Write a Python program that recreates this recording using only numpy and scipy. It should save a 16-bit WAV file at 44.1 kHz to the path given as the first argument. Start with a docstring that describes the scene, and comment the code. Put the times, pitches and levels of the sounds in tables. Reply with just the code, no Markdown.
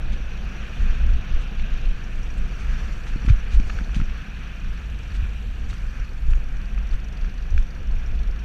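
"""Outdoors on a steel track, a sled rolls fast, heard by a small camera in a closed case on the rider.
Swelling low noise is wind on the case; the frame adds rumble, a drone and soft pushes for jolts.
The wheels are noise through resonances, with a tick each turn; knocks, pings and rattles are bursts
of noise. Squeaks and the camera's whine are sine tones, and faint clicks crackle in the treble."""
import sys
import numpy as np
from scipy import signal
from scipy.fft import rfft, irfft, next_fast_len
from scipy.io import wavfile
from scipy.ndimage import uniform_filter1d, minimum_filter1d, map_coordinates

SR = 44100
rng = np.random.default_rng(int(sys.argv[2]) if len(sys.argv) > 2 else 0)


def makeup_ratio(level_db):
    """Linear amplitude ratio for a level in decibels (20 dB per factor of ten)."""
    decades = np.asarray(level_db, float) / 20
    return 10 ** decades


def transcribe(u):
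    """Save the signal u as a 16-bit wav file named by the first command-line argument.

    u: samples, shape (n,) or (channels, n), limited to [-1, 1]; the rate is SR.
    q: integer samples, one column per channel.
    """
    v = np.clip(np.atleast_2d(u).T, -1, 1)
    q = np.round(v * 32767).astype(np.int16)
    wavfile.write(sys.argv[1], SR, q)


N = 372204

# resonances of rail and case that colour rolling and knocks: centre_hz, width_hz, level_db
BODY_MODES = [(1234, 386, -1), (1660, 363, 2.5), (2400, 430, 0.5), (2990, 880, -6.5)]
# treble resonances that colour hiss, ticks and knocks: centre_hz, width_hz, level_db
BRIGHT_MODES = [(3450, 91, 6.5), (4370, 335, 5.5), (5810, 445, 6), (6780, 350, -2.5)]


def unit(x):
    """Scales a signal to rms 1."""
    return x / np.sqrt(np.mean(x ** 2) + 1e-20)


def curves(rows):
    """Draws straight lines between timed rows: one curve for each column after the time."""
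    time_s, *columns = np.transpose(rows)
    return [np.interp(np.arange(N) / SR, time_s, column) for column in columns]


def wobble(rate):
    """A smooth random curve with rate knots a second."""
    knots = rng.standard_normal(int(N * rate / SR) + 4)
    return map_coordinates(knots, [np.arange(N) * rate / SR])


def follows(control_db, law):
    """The level of a layer that moves with a control."""
    over_db, share = law
    mean_db = control_db.mean()
    return mean_db + over_db + share * (control_db - mean_db)


def filtered(x, response):
    """Applies a complex response of frequency."""
    size = next_fast_len(len(x) + 8192)
    spectrum = rfft(x, size) * response(np.fft.rfftfreq(size, 1 / SR))
    return irfft(spectrum, size)[:len(x)]


def coloured(points, noise=None):
    """Shapes noise by a (Hz, dB) curve and scales it to rms 1."""
    point_hz, point_db = np.transpose(points)
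    noise = rng.standard_normal(N) if noise is None else noise

    def response(hz):
        return makeup_ratio(np.interp(np.log(hz + 1), np.log(point_hz), point_db, left=-120, right=-120))

    return unit(filtered(noise, response))


def resonant(x, modes, top_hz):
    """Rings a sound through causal resonances; the case muffles what lies above top_hz."""
    def response(hz):
        ring = 0
        for k, (centre, width, db) in enumerate(modes):
            band = 1j * hz * width
            # neighbours alternate in sign
            ring = ring + (-1) ** k * makeup_ratio(db) * band / (centre * centre - hz * hz + band)
        return ring / (1 + 1.3j * hz / top_hz - (hz / top_hz) ** 2)

    return filtered(x, response)


def patchy(depth_db):
    """White noise with patches of random gain in time and frequency."""
    cells = signal.stft(rng.standard_normal(N + 512), nperseg=256)[2]
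    field = uniform_filter1d(rng.standard_normal(cells.shape), 4, 0)  # across frequency
    field = uniform_filter1d(field, 6, 1)  # along time
    return signal.istft(cells * makeup_ratio(depth_db * unit(field)), nperseg=256)[1][:N]


def grainy(depth_db, size):
    """White noise whose level flickers in grains of about size samples."""
    flicker = unit(uniform_filter1d(rng.standard_normal(N), size))
    return rng.standard_normal(N) * makeup_ratio(depth_db * flicker)


def steady(x, share):
    """Evens out part of a narrow noise's own level swings."""
    envelope = np.abs(signal.hilbert(x, next_fast_len(N))[:N])
    return unit(x / (envelope + .4) ** share)


def swells(events):
    """A smooth hump of gain for each (centre s, half length s, peak dB)."""
    gain = np.zeros(N)
    for centre, half, db in events:
        i = np.arange(max(round((centre - half) * SR), 0), min(round((centre + half) * SR), N))
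        gain[i] += makeup_ratio(db) * np.cos(np.pi / 2 * (i / SR - centre) / half) ** 2
    return gain


def struck(times, levels_db, t60):
    """An envelope that rises within milliseconds of each blow, then dies away by 60 dB in t60 s."""
    blows = np.bincount(np.round(times * SR).astype(int), makeup_ratio(levels_db), N)[:N]
    t = np.arange(SR // 20) / SR
    decay = makeup_ratio(-60 * t / t60) * (1 - np.exp(-t / 0.0024))
    return signal.fftconvolve(blows, decay)[:N]


def gusts():
    """Gains of deep and upper buffeting: thuds of wind added to a calmer flow."""
    # strongest thuds of wind on the case: centre_s, half_length_s, deep_db, upper_db
    thuds = [(0.116, 0.15, -22, -30), (0.26, 0.042, -31, -39), (0.47, 0.082, -47, -26.0),
             (0.871, 0.12, -15, -22.5), (1.099, 0.13, -15, -17.5), (1.36, 0.07, -15.5, -23),
             (1.619, 0.084, -17.5, -32.5), (1.742, 0.049, -17.5, -39), (1.885, 0.11, -20, -37.5),
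             (2.22, 0.17, -28.5, -34), (2.423, 0.14, -18.1, -28), (2.72, 0.088, -23, -30.5),
             (2.85, 0.03, -26, -28), (2.946, 0.052, -24, -32), (3.145, 0.05, -35, -43),
             (3.322, 0.072, -15.5, -17.5), (3.578, 0.054, -11, -18), (3.801, 0.075, -46, -29),
             (4.003, 0.083, -18.5, -37.5), (4.102, 0.08, -30, -48), (4.687, 0.075, -22.6, -29.5),
             (5.22, 0.082, -25, -25.5), (5.487, 0.08, -44.5, -28.5), (5.668, 0.074, -28.5, -37),
             (5.858, 0.071, -31.5, -32.5), (6.021, 0.027, -44, -24.5), (6.325, 0.12, -16, -26.0),
             (6.525, 0.28, -33, -36.5), (6.807, 0.14, -27.5, -32), (6.949, 0.037, -18.5, -24.5),
             (7.244, 0.047, -19.5, -53.5), (7.573, 0.091, -12.5, -20), (7.938, 0.13, -20, -28),
             (8.201, 0.21, -19.5, -31)]
    # wind between thuds: time_s, deep_db, upper_db
    calm = [(0, -30, -33.5), (2, -31.5, -36), (3.9, -25, -28), (4.3, -34.5, -34.5), (5, -34.5, -29),
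            (6.5, -27.5, -32.5), (8.3, -32, -33), (8.44, -38, -30.5)]
    upper_lead_s = 0.014  # the upper buffet peaks a little before the deep one
    deep_db, upper_db = curves(calm)
    deep = swells([(s, half, db) for s, half, db, _ in thuds]) + makeup_ratio(deep_db)
    upper = swells([(s - upper_lead_s, half, db) for s, half, _, db in thuds]) + makeup_ratio(upper_db)
    return deep, upper


def wind():
    """Gusts press on the case in slow lumps: two bands of low noise swell and wobble."""
    # colour of the deep buffeting: frequency_hz, relative_level_db (per Hz)
    deep_colour = [(8, -14), (17, -4), (25, 2.5), (34, -1.5), (44, -10), (60, -59)]
    # colour of the upper buffeting: frequency_hz, relative_level_db (per Hz)
    upper_colour = [(32, -42.5), (44, -0.5), (55, 4), (68, -10), (90, -18.5), (130, -29.5)]
    deep_gain, upper_gain = gusts()
    deep = steady(coloured(deep_colour), .9)
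    upper = steady(coloured(upper_colour), .85)
    return deep_gain * makeup_ratio(1.47 * wobble(18)) * deep + upper_gain * makeup_ratio(2.05 * wobble(14)) * upper


def frame():
    """The frame rumbles, slightly more in strong gusts, and drones; each jolt is a soft rounded push."""
    # frame levels: time_s, rumble_db, seat_drone_db
    frame_levels = [(0.0, -39.5, -49), (0.42, -40.5, -50), (0.91, -37.5, -49), (1.13, -38.5, -50),
                    (3.22, -40, -50.5), (3.41, -41.5, -52.5), (3.71, -38.5, -48.5), (4.04, -41, -52.5),
                    (6.21, -42.5, -54), (6.44, -41.5, -53.5), (6.86, -41, -52.5), (8.44, -42.5, -51.5)]
    # colour of the rumble: frequency_hz, relative_level_db (per Hz)
    rumble_colour = [(55, -52.5), (75, -13.5), (91, -11.5), (130, -11), (160, -13.5), (210, -13.5),
                     (270, -25), (360, -31)]
    # colour of the seat drone: frequency_hz, relative_level_db (per Hz)
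    drone_colour = [(220, -36.5), (290, -4.5), (400, -3), (515, -2.5), (590, -7), (720, -4.5), (850, -9),
                    (1100, -12)]
    # pushes of the frame: centre_s, peak_db, half_length_s, swing_back (radians per half length)
    jolts = [(3.161, -17, 0.0017, 1.54), (3.25, -18, 0.0022, 1.8), (3.281, -13.5, 0.0016, 1.07),
             (3.307, -1, 0.0061, 3), (3.601, -17, 0.0027, 3.05), (3.814, -20.5, 0.0017, 1.2),
             (3.968, -15, 0.0031, 3), (3.998, -13.5, 0.002, 0.98), (4.018, -13, 0.0018, 0.89),
             (6.288, -15.5, 0.0044, 1.9), (8.157, -27, 0.0018, 1.4)]
    rumble_db, drone_db = curves(frame_levels)
    gust_push = unit(gusts()[1] ** 0.074)
    rumble = makeup_ratio(rumble_db) * gust_push * coloured(rumble_colour)
    x = rumble + makeup_ratio(drone_db) * coloured(drone_colour, patchy(1.85))
    reach = SR // 40
    t = np.arange(-reach, reach) / SR
    for centre, db, half, swing in jolts:
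        push = np.cos(swing * t / half) * np.exp(-(t / half) ** 2)
        x[round(centre * SR) - reach:][:len(t)] += makeup_ratio(db) * push
    return x


def wheels():
    """Rolling noise rings the rail's resonances; a flaw on one wheel ticks once a turn."""
    # wheel speed: time_s, turns_per_s
    wheel_speed = [(0.0, 24.97), (0.6, 26.11), (1.2, 26.67), (1.8, 26.44), (2.4, 26.59), (3.0, 25.09),
                   (3.6, 24.68), (4.2, 23.82), (4.8, 23.21), (5.4, 22.91), (6.0, 22.25), (6.6, 23.32),
                   (7.2, 23.53), (7.8, 24.86), (8.44, 24.69)]
    # controls that the layers follow: time_s, roll_db, upper_roll_db, treble_db, highest_treble_db
    load = [(0.0, -49, -47, -59.5, -75.5), (0.45, -48, -48, -57.5, -74.5), (0.75, -45.5, -45.5, -56.5, -69),
            (1.17, -47.5, -46, -58, -75.5), (1.83, -48, -46, -58, -74), (2.18, -47.5, -50, -58, -70),
            (2.47, -49.5, -49, -59, -70.5), (2.75, -44.5, -50, -55, -67.5),
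            (2.87, -46.5, -52.5, -56.5, -68), (3.5, -47.5, -48.5, -59, -71), (3.71, -47.5, -54, -55, -68.5),
            (4.09, -49, -49.5, -59.5, -71.5), (4.54, -47.5, -48, -58.5, -73),
            (4.86, -50.5, -49.5, -59.5, -70.5), (5.26, -48.5, -48, -59.5, -71.5),
            (5.48, -53.5, -49.5, -61, -72), (5.78, -49, -53.5, -57.5, -69), (6.04, -51.5, -54.5, -61, -73),
            (6.65, -50, -52.5, -60.5, -73.5), (7.19, -51.5, -52.5, -60.5, -75.5),
            (7.62, -51, -53, -59.5, -78), (8.44, -51.5, -51.5, -61, -78)]
    # colour of the upper rolling band: frequency_hz, relative_level_db (per Hz)
    edge_colour = [(2100, -20.5), (2450, 4.5), (2750, 1), (3100, -2.5), (3500, -6.5), (3900, -7),
                   (4300, -18.5)]
    # colour of the highest treble: frequency_hz, relative_level_db (per Hz)
    fizz_colour = [(6200, -22), (7000, 2), (7800, 1), (9000, -6.5), (11000, -10), (13500, -9.5)]
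    # each layer over its control: over_mean_db, share_of_swings
    roll_law = (1.9, 1.06)
    edge_law = (-3.5, 1.1)
    hiss_law = (-1, 1.7)
    fizz_law = (-0.9, 1.2)
    tick_law = (10.3, -0.27)
    load_db, upper_db, treble_db, top_db = curves(load)
    surge_db = 0.94 * wobble(9)  # shared by roll and hiss
    roll_db = follows(load_db, roll_law) + surge_db
    edge_db = follows(upper_db, edge_law) + 0.48 * wobble(5)
    hiss_db = follows(treble_db, hiss_law) + surge_db
    fizz_db = follows(top_db, fizz_law) + 0.84 * wobble(5)
    tick_db = follows(treble_db, tick_law) + 1.3 * wobble(4)

    turns = np.cumsum(curves(wheel_speed)[0]) / SR + .47  # starts part way through a turn
    at = np.flatnonzero(np.diff(np.floor(turns)))
    chance = rng.standard_normal((len(at), 2))  # small scatter of time and level
    times = np.clip(at / SR - .004 + 0.0017 * chance[:, 0], 0, None)
    beat = struck(times, tick_db[at] + 1.1 * chance[:, 1], t60=0.032)
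    tick_noise = unit(resonant(patchy(3.8), BRIGHT_MODES, 6100))
    ticks = beat * (tick_noise + makeup_ratio(-14) * coloured(fizz_colour, patchy(3.5)))

    roll = makeup_ratio(roll_db) * unit(resonant(patchy(1.07), BODY_MODES, 3600))
    edge = makeup_ratio(edge_db) * coloured(edge_colour, patchy(2.2))
    hiss = makeup_ratio(hiss_db) * unit(resonant(patchy(2.13), BRIGHT_MODES, 9200))
    fizz = makeup_ratio(fizz_db) * coloured(fizz_colour, grainy(2.5, size=60))
    return roll + edge + hiss + ticks + fizz


def camera():
    """The electronics whine in thin, slightly wavering tones over a steady patchy hiss."""
    # whine tones: pitch_hz, level_db (rms before the waver)
    whine = [(8781, -84.5), (11569, -94), (11658, -94), (11688, -86), (11718, -83), (11748, -94),
             (14476, -99), (14625, -81.5), (14655, -92), (14685, -98)]
    # colour of the hiss: frequency_hz, relative_level_db (per Hz)
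    hiss_colour = [(3000, -17), (7000, 0), (11000, -3), (14000, -6), (15200, -9.5)]
    t = np.arange(N) / SR
    tones = np.zeros(N)
    for hz, db in whine:
        waver = 1 + .15 * unit(uniform_filter1d(rng.standard_normal(N), 400))
        tones += np.sqrt(2) * makeup_ratio(db) * waver * np.sin(2 * np.pi * (hz * t + rng.random()))
    return tones + makeup_ratio(-74.5) * coloured(hiss_colour, patchy(2.8))


def crackle():
    """Faint thin clicks scatter at random: single-sample impulses kept to the highest treble."""
    # how thickly they fall: time_s, clicks_per_s
    click_rate = [(0, 3), (1.8, 4), (2.2, 12), (4.5, 9), (5, 22), (6.6, 16), (7.2, 6), (8.44, 4)]
    chance = rng.random((2, N))
    happens = chance[0] < curves(click_rate)[0] / SR
    clicks = happens * makeup_ratio(-58 - 3.8 * np.log(chance[1] + .05))  # a few are much louder
    return filtered(clicks, lambda hz: np.exp(-((hz - 10500) / 3500) ** 4))


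def rattles():
    """Loose parts chatter briefly: a grainy burst with an extra share of the highest treble."""
    # short bright rattles: centre_s, half_length_s, level_db, brightness_db (treble over level)
    chatter = [(0.133, 0.025, -46, -22), (1.42, .03, -50, -17), (2.383, 0.019, -53, -7),
               (2.604, 0.036, -51, -14), (3.087, 0.037, -46, -19), (3.262, 0.025, -54, -8),
               (3.298, .025, -42.5, -19), (3.54, 0.049, -44.5, -18), (3.673, 0.022, -55, -10),
               (3.955, 0.019, -45.5, -17), (3.977, 0.056, -49.5, -15), (5.155, 0.03, -49, -14),
               (5.703, 0.026, -45, -16), (5.742, .02, -50, -13), (6.309, .02, -52, -12),
               (6.936, 0.021, -50, -15), (7.587, 0.06, -53.5, -14)]
    # colour of the extra treble: frequency_hz, relative_level_db (per Hz)
    shake_colour = [(6200, -30), (7000, 2), (8000, 0), (9500, -8.5), (11500, -12), (13500, -28)]
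    modes = [(2360, 2400, 1.6), (4070, 2800, .5), (6200, 670, 0.28)]  # (Hz, width Hz, dB)
    wide = unit(resonant(grainy(1.7, size=40), modes, 5400))
    top = coloured(shake_colour, grainy(3.0, size=40))
    wide_gain = swells([(s, half, db) for s, half, db, _ in chatter])
    top_gain = swells([(s, half, db + bright) for s, half, db, bright in chatter])
    return wide_gain * wide + top_gain * top


def knocks():
    """Hard short contacts crack into the low, middle and treble resonances."""
    # contacts: start_s, low_peak_db, middle_db, treble_db (the last two: rms of the first 5 ms)
    contacts = [(1.596, -38, -40, -50.5), (3.0686, -33, -49, -61), (3.1338, -37, -48, -54),
                (3.218, -41, -58, -52), (3.263, -43, -42, -51), (3.2857, -25, -45, -60),
                (3.291, -32, -42, -60), (3.297, -35, -33.5, -58), (3.5985, -44, -40, -49),
                (3.697, -26, -51, -50), (3.701, -29, -38.5, -53), (3.7875, -27, -43, -52),
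                (3.807, -32, -56, -60), (3.892, -37, -59, -68), (3.9448, -38, -38, -48),
                (4.0005, -30.5, -52, -57), (4.013, -39, -41, -60), (4.097, -46, -45, -55),
                (4.6464, -35, -66, -57), (5.7296, -30.5, -58, -53), (6.334, -31.5, -42.5, -59),
                (6.778, -36, -45, -69), (7.2457, -33, -59, -53), (7.5778, -28.5, -35.5, -47)]
    x, t = np.zeros(N), np.arange(SR // 20) / SR
    early = SR // 200  # the first moments set the loudness of the upper parts
    t60_s = np.array([[.008], [.025]])  # body, treble
    envelope = makeup_ratio(-60 * t / t60_s) * (1 - np.exp(-t / 0.00011))
    for start, low_db, mid_db, treble_db in contacts:
        body_crack, treble_crack = rng.standard_normal((2, len(t))) * envelope
        low = resonant(body_crack, BODY_MODES[:2], 2800)
        mid = resonant(body_crack, BODY_MODES[2:], 2000)
        high = resonant(treble_crack, BRIGHT_MODES, 4700)
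        knock = makeup_ratio(low_db) * low / np.abs(low).max()
        knock -= makeup_ratio(mid_db) * mid / mid[:early].std()
        knock += makeup_ratio(treble_db) * high / high[:early].std()
        x[round(start * SR):][:len(t)] += knock
    return x


def pings():
    """Bright ticks that each ring one treble resonance clearly: short noise through two filters."""
    # ringing ticks: start_s, peak_db, pitch_hz
    ringing = [(1.854, -44, 4220), (2.0398, -47, 5660), (2.2287, -45, 5940), (2.3027, -45, 5700),
               (2.9078, -48, 4480), (3.1662, -47, 4280), (3.839, -46, 4100), (5.031, -49, 5560),
               (5.103, -45, 4540), (6.0447, -52, 4480), (6.6533, -50, 4670), (6.8892, -46, 5810),
               (6.9044, -47, 4400), (7.043, -52, 5750), (7.1681, -47.5, 4740), (7.2933, -51, 4570),
               (7.3776, -48, 4340), (7.422, -51, 4650), (7.5014, -52, 6000), (7.7035, -47, 4650),
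               (8.0607, -42, 5670), (8.309, -48, 5500), (8.3896, -48, 5640)]
    x, t = np.zeros(N), np.arange(SR // 25) / SR
    envelope = makeup_ratio(-60 * t / 0.038) * (1 - np.exp(-t / 0.00084))
    for start, db, hz in ringing:
        ring = resonant(rng.standard_normal(len(t)) * envelope, [(hz, 300, .3)], 6500)
        ring = resonant(ring, [(hz, 900, .3)], 6500)
        x[round(start * SR):][:len(t)] += makeup_ratio(db) * ring / np.abs(ring).max()
    return x


def squeaks():
    """A rubbing part sings a thin, slightly unsteady note, heard by its overtones."""
    # notes: start_s, length_s, first_pitch_hz, last_pitch_hz, level_db (each overtone is relative to it)
    notes = [(2.872, 0.084, 3420, 3470, -75), (3.69, 0.078, 3400, 3400, -72), (6.18, .03, 3420, 3350, -80),
             (6.255, 0.077, 3350, 3440, -75), (6.32, .07, 3330, 3330, -76)]
    # overtones: multiple_of_pitch, relative_level_db
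    overtones = [(2, 10), (3, -8), (4, -1)]
    x = np.zeros(N)
    for start, length, first_hz, last_hz, db in notes:
        n = round(length * SR)
        unsteady = 1 + .004 * unit(uniform_filter1d(rng.standard_normal(n), 150))
        hz = np.linspace(first_hz, last_hz, n) * unsteady
        phase = 2 * np.pi * np.cumsum(hz) / SR
        note = sum(makeup_ratio(db + rel) * np.sin(k * phase) for k, rel in overtones)
        x[round(start * SR):][:n] += signal.windows.tukey(n, .3) * note
    return x


def scene():
    """Adds all sources in one channel."""
    ride = wind() + frame() + wheels()
    contacts = knocks() + pings() + rattles() + squeaks()
    return (ride + contacts + crackle() + camera())[None]


def band_limit(x):
    """A steep low-pass at the top of the band."""
    return signal.sosfilt(signal.butter(12, 15700, fs=SR, output="sos"), x)


def record(dry):
    """A limiter with a smoothed gain holds back the biggest swings."""
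    need = np.minimum(.74 / (np.abs(dry) + 1e-9), 1)
    gain = uniform_filter1d(minimum_filter1d(need, size=1601), size=801)  # sizes in samples
    return band_limit(dry * gain)


dry = scene()
out = record(dry)
transcribe(out)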